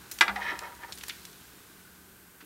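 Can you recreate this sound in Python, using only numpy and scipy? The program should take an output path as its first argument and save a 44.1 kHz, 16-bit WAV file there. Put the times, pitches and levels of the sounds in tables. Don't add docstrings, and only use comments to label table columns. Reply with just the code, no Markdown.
import sys
import numpy as np
from scipy import signal
from scipy.fft import rfft, irfft, next_fast_len
from scipy.io import wavfile
from scipy.ndimage import map_coordinates

SR = 44100
rng = np.random.default_rng(int(sys.argv[2]) if len(sys.argv) > 2 else 0)


def put_to_file(sound):
    columns = np.atleast_2d(sound).T
    safe = np.clip(columns, -1, 1)
    whole_steps = np.round(safe * 32767)
    wavfile.write(sys.argv[1], SR, whole_steps.astype(np.int16))


N = 108045
T = np.arange(N) / SR


def amp(db):
    return 10 ** (np.asarray(db) / 20)


def unit(x):
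    return x / np.sqrt(np.mean(x ** 2) + 1e-20)


def along(points, hz):
    freqs, values = np.transpose(points)
    return np.interp(np.log(hz + 1), np.log(freqs + 1), values)


def levels(rows):
    times, *columns = np.transpose(rows)
    return [amp(np.interp(T, times, db)) * (T >= times[0]) * (T <= times[-1]) for db in columns]


def wobble(per_s):
    return map_coordinates(rng.standard_normal(int(N * per_s / SR) + 4), [T * per_s])


def fade(t, t60):
    return np.exp(-np.log(1000) * t / t60)


def filtered(x, response):
    size = next_fast_len(len(x) + 8192)
    return irfft(rfft(x, size) * response(np.fft.rfftfreq(size, 1 / SR)), size)[:len(x)]


def coloured(x, spectrum):
    return unit(filtered(x, lambda hz: amp(along(spectrum, hz))))


def add(track, start, sound):
    part = track[round(start * SR):][:len(sound)]
    part += sound[:len(part)]


def dying(noise, t60s):
    hz, t, bins = signal.stft(noise, SR, nperseg=128)
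    return signal.istft(bins * fade(t, along(t60s, hz)[:, None]), SR)[1][:len(noise)]


def grains(per_s, spread_db=1):
    size = amp(spread_db * np.minimum(rng.exponential(size=N), 4))
    return (rng.random(N) < per_s / SR) * size * rng.choice([-1, 1], N)


def resonate(x, peaks):
    def response(f):
        return sum((-1) ** k * amp(db) * 1j * f * width / (hz * hz - f * f + 1j * f * width)
                   for k, (hz, width, db) in enumerate(peaks))
    return unit(filtered(x, response))


def burst(centre_hz, octaves, t60, snap=0, skirt=0):
    def band(hz):
        bell = np.exp(-.5 * (np.log2((hz + 1) / centre_hz) / octaves) ** 2)
        return bell + skirt * hz / (hz + centre_hz)
    t = T[:SR // 4]
    rattle = rng.choice([-1., 1.], len(t)) * fade(t, t60)
    rattle[0] += snap
    band_rms = np.sqrt(np.mean(band(np.linspace(0, SR / 2, len(t))) ** 2))
    return filtered(rattle, band) / band_rms


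def room_tone():
    # time in seconds, level in dB.
    air_level = [(0, -53), (1.2, -55), (1.8, -56.5), (2.45, -59)]
    # frequency in Hz, relative level in dB.
    air_spectrum = [(25, -18), (45, -5), (70, 0), (98, -3), (180, -4), (400, -3), (560, -13.5),
                    (1100, -8.5), (1330, -8.5), (1520, -2.5), (1750, -10), (3000, -16.5), (7000, -30.5)]
    # pitch in Hz, relative level in dB.
    hum_tones = [(75.4, -76.5), (183.0, -65.5), (382.2, -76.5)]
    air = coloured(rng.standard_normal(N), air_spectrum) * amp(np.interp(T, *np.transpose(air_level)))
    hum, trim_db, waver_db = np.zeros(N), -1.5, 3
    for hz, db in hum_tones:
        rms = amp(db + trim_db + waver_db * wobble(per_s=8.8))
        hum += rms * np.sqrt(2) * np.sin(2 * np.pi * hz * T + wobble(per_s=5.9))
    return air + hum


def kitchen_reverb(send):
    # frequency in Hz, t60 in seconds.
    decay = [(200, 1), (1500, 0.45), (5000, 0.19), (12000, 0.37)]
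    t, build_s = T[:SR // 2], 0.0042
    tail = dying(rng.standard_normal(len(t)), decay) * (1 - np.exp(-t / build_s))
    return signal.fftconvolve(send, tail / np.linalg.norm(tail))[:N]


def sizzle():
    # time in seconds, level in dB.
    level = [(0, -57.5), (.1, -56.5), (.13, -55.5), (.3, -54.5), (.8, -58.5), (1.08, -51.5), (1.35, -56),
             (1.8, -61.5), (2.45, -69)]
    # frequency in Hz, relative level in dB.
    spectrum = [(1500, -13), (2500, 0.5), (4000, 3), (7000, -1), (9200, -2), (10500, -4), (12000, -3.5),
                (15500, -7.5)]
    return coloured(grains(per_s=7000), spectrum) * amp(np.interp(T, *np.transpose(level)))


def bumps():
    # start in seconds, level in dB, centre in Hz, width in octaves, t60 in seconds.
    knocks = [(.36, -34.5, 774, 0.07, .22), (.516, -38.5, 336, 0.16, 0.15),
              (0.8343, -35, 1850, 0.17, 0.065), (2.4049, -49, 1660, 1, 0.15), (2.426, -49, 344, 0.28, .2)]
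    out = np.zeros(N)
    for start, db, hz, octaves, t60 in knocks:
        add(out, start, amp(db) * burst(hz, octaves, t60))
    return out


def fat_sputter():
    # start in seconds, level in dB, t60 in seconds.
    sputters = [(.114, -45, 0.36), (.923, -57, 0.6)]
    # centre in Hz, width in Hz, relative level in dB.
    peaks = [(6340, 1500, -2), (9500, 550, 2), (11800, 710, -4), (14000, 1800, -1)]
    out, t = np.zeros(N), T[:SR // 2]
    for start, db, t60 in sputters:
        spray = resonate(grains(per_s=1900, spread_db=4), peaks)[:len(t)]
        add(out, start, amp(db) * fade(t, t60) * spray)
    return out


def fat_pops():
    # start in seconds, level in dB, centre in Hz, width in octaves, t60 in seconds.
    pops = [(0.1141, -32.5, 8100, 1.5, 0.033), (0.1174, -34, 6500, 1.9, 0.035),
            (0.1872, -32.5, 2980, 1.2, 0.025), (0.5915, -29, 3520, 0.84, 0.015),
            (.751, -47.5, 7100, .7, 0.023), (0.9228, -31.5, 4030, 0.69, 0.023),
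            (0.9275, -37.5, 3940, 0.86, .03), (0.9756, -43, 4000, 1.3, 0.035),
            (0.984, -41.5, 3930, 1.8, 0.053), (1.009, -40, 2900, 0.69, .04),
            (1.035, -37.5, 3030, 1.4, 0.016), (1.0372, -33, 2530, 1.4, 0.019), (1.066, -44, 5500, 1, .015),
            (1.083, -32.5, 6000, 2.1, 0.032), (1.093, -36, 3000, 1.1, .03), (1.097, -28, 2740, 0.68, 0.03),
            (1.105, -34, 2500, 0.39, 0.035), (1.2522, -38, 4500, 1.1, 0.028), (1.33, -53, 4200, 1.1, .02)]
    out = np.zeros(N)
    for start, db, hz, octaves, t60 in pops:
        add(out, start, amp(db) * burst(hz, octaves, t60, snap=amp(11), skirt=amp(-39.5)))
    return out


def steam_whistles():
    # start and length in seconds, first and last pitch in Hz, level in dB.
    whistles = [(0.117, 0.021, 5200, 7000, -44), (0.93, 0.019, 7170, 7430, -52),
                (0.948, 0.015, 9000, 10100, -48)]
    out, waver = np.zeros(N), .07
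    for start, length, first_hz, last_hz, db in whistles:
        progress = np.linspace(0, 1, int(length * SR))
        glide_hz = first_hz + (last_hz - first_hz) * progress
        hz = glide_hz * (1 + waver * wobble(per_s=2800)[:len(progress)])
        add(out, start, amp(db) * np.sin(np.pi * progress) * np.sin(2 * np.pi * np.cumsum(hz) / SR))
    return out


def tong_scrape():
    # time in seconds, relative levels of the low and high layers in dB.
    stroke = [(0.362, -38, -34.5), (0.368, -45, -38), (0.398, -40.5, -52), (0.41, -42, -39),
              (0.474, -39.5, -35.5), (0.494, -40.5, -30.5), (0.504, -41.5, -32.5), (0.522, -35.5, -36),
              (0.542, -39, -44), (0.586, -47.5, -49.5), (0.592, -49.5, -43), (0.602, -52, -50),
              (0.622, -40.5, -50), (0.65, -40, -43), (0.674, -41, -48.5), (0.748, -56.5, -63),
              (0.78, -70, -60)]
    nudge = [(.79, -60, -63), (.822, -49.5, -52), (.85, -43, -53), (.874, -59, -58), (.892, -45.5, -59),
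             (.925, -53, -59)]
    # centre in Hz, width in Hz, relative level in dB.
    low_peaks = [(377, 120, -17.5), (620, 87, -12), (768, 27, -7), (952, 26, 2), (1232, 24, -4),
                 (1358, 31, -5)]
    high_peaks = [(1763, 102, 3.5), (1956, 133, 0.5), (2184, 43, -1), (2496, 54, -3.5), (2850, 90, -15),
                  (3110, 70, -9)]
    grit_peaks = [(3320, 230, 0), (3950, 200, 1), (4450, 180, -4), (5440, 480, -4.5)]
    low_gain, high_gain = np.add(levels(stroke), levels(nudge))
    slips = grains(per_s=1300)
    low_rub = amp(-1) * resonate(slips, low_peaks)
    high_rub = amp(0.5) * resonate(slips, high_peaks)
    grit = amp(-14.5) * resonate(grains(per_s=780), grit_peaks)
    return low_gain * low_rub + high_gain * (high_rub + grit)


def arm_shudder():
    # start in seconds, pitch in Hz, level in dB, t60 in seconds.
    modes = [(.288, 62, -46.5, 1.12), (.284, 200, -39.5, 0.62)]
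    out, t = np.zeros(N), T[:SR]
    for start, hz, db, t60 in modes:
        attack = 1 - np.exp(-t * hz)
        add(out, start, amp(db) * np.sin(2 * np.pi * hz * t) * fade(t, t60) * attack)
    return out


def tong_taps():
    # start in seconds, gain in dB, low-pass cutoff in Hz, share of the free ring time.
    contacts = [(0.209, -9.5, 9400, 0.81), (0.2266, -19, 2170, .7), (.2798, -24, 4500, 0.66),
                (.2885, -18.5, 1310, 0.45), (0.2944, -27.5, 1760, 0.79), (.3585, -31.5, 4500, 0.33),
                (0.4243, -34, 4960, 0.35), (0.8339, -38.5, 2600, 0.46)]
    # pitch in Hz, relative level in dB, free t60 in seconds.
    pan_modes = [(345, -21, .28), (528, -27, .25), (800, -15, .16), (912, -8.5, .12), (1165, -8, .13),
                 (1300, -9, .09), (1405, -2, .1), (1528, -3, .11), (1642, -2, .11), (1772, -12, .13),
                 (2010, 0, .11), (2102, -6, .11), (2316, -6, .12), (2405, -7, .11), (2825, -6, .06),
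                 (3338, -4, .055), (3740, -6, .045), (4440, -8, .045), (4980, -11, .045)]
    # frequency in Hz, relative level in dB.
    clack_spectrum = [(100, -42), (450, -22.5), (850, -8), (1400, -4), (2300, -5), (3400, -1.5), (4800, -7),
                      (6500, -13.5), (9000, -16.5), (15500, -19)]
    # frequency in Hz, t60 in seconds.
    clack_decay = [(300, 0.58), (1000, 0.14), (2000, 0.099), (3500, 0.065), (10000, 0.076)]
    ring_db, clack_db, attack_s = -3.5, -5, 0.00045
    out, t = np.zeros(N), T[:SR // 2]
    for start, db, cutoff_hz, ring_share in contacts:
        ring = np.zeros(len(t))
        for hz, mode_db, t60 in pan_modes:
            envelope = amp(mode_db + rng.normal(0, 1)) * fade(t, t60 * ring_share)
            ring += envelope * np.sin(2 * np.pi * (hz * t + rng.random()))
        clack = dying(coloured(rng.standard_normal(len(t)), clack_spectrum), clack_decay)
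        blow = (amp(ring_db) * ring + amp(clack_db) * clack) * (1 - np.exp(-t / attack_s))
        add(out, start, amp(db) * signal.lfilter(*signal.butter(2, cutoff_hz, fs=SR), blow))
    return out


def scene():
    taps = tong_taps()
    fat = fat_pops() + steam_whistles() + fat_sputter()
    reverb = kitchen_reverb(amp(-15.5) * taps + amp(-9.5) * fat)
    return (taps + fat + reverb + arm_shudder() + tong_scrape() + bumps() + sizzle() + room_tone())[None]


def record(dry):
    # frequency in Hz, relative level in dB.
    hiss_spectrum = [(1500, -18.5), (3000, -7.5), (5500, -6), (9300, 0),
                     (10500, -4), (12000, 2.5), (15500, -2.5)]
    hiss_db, ceiling_db, top_hz = -57.5, -2.5, 15800
    noisy = dry[0] + amp(hiss_db) * coloured(rng.standard_normal(N), hiss_spectrum)
    rounded = noisy / (1 + (noisy / amp(ceiling_db)) ** 4) ** .25
    return filtered(rounded, lambda hz: hz < top_hz)[None]


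dry = scene()
out = record(dry)
put_to_file(out)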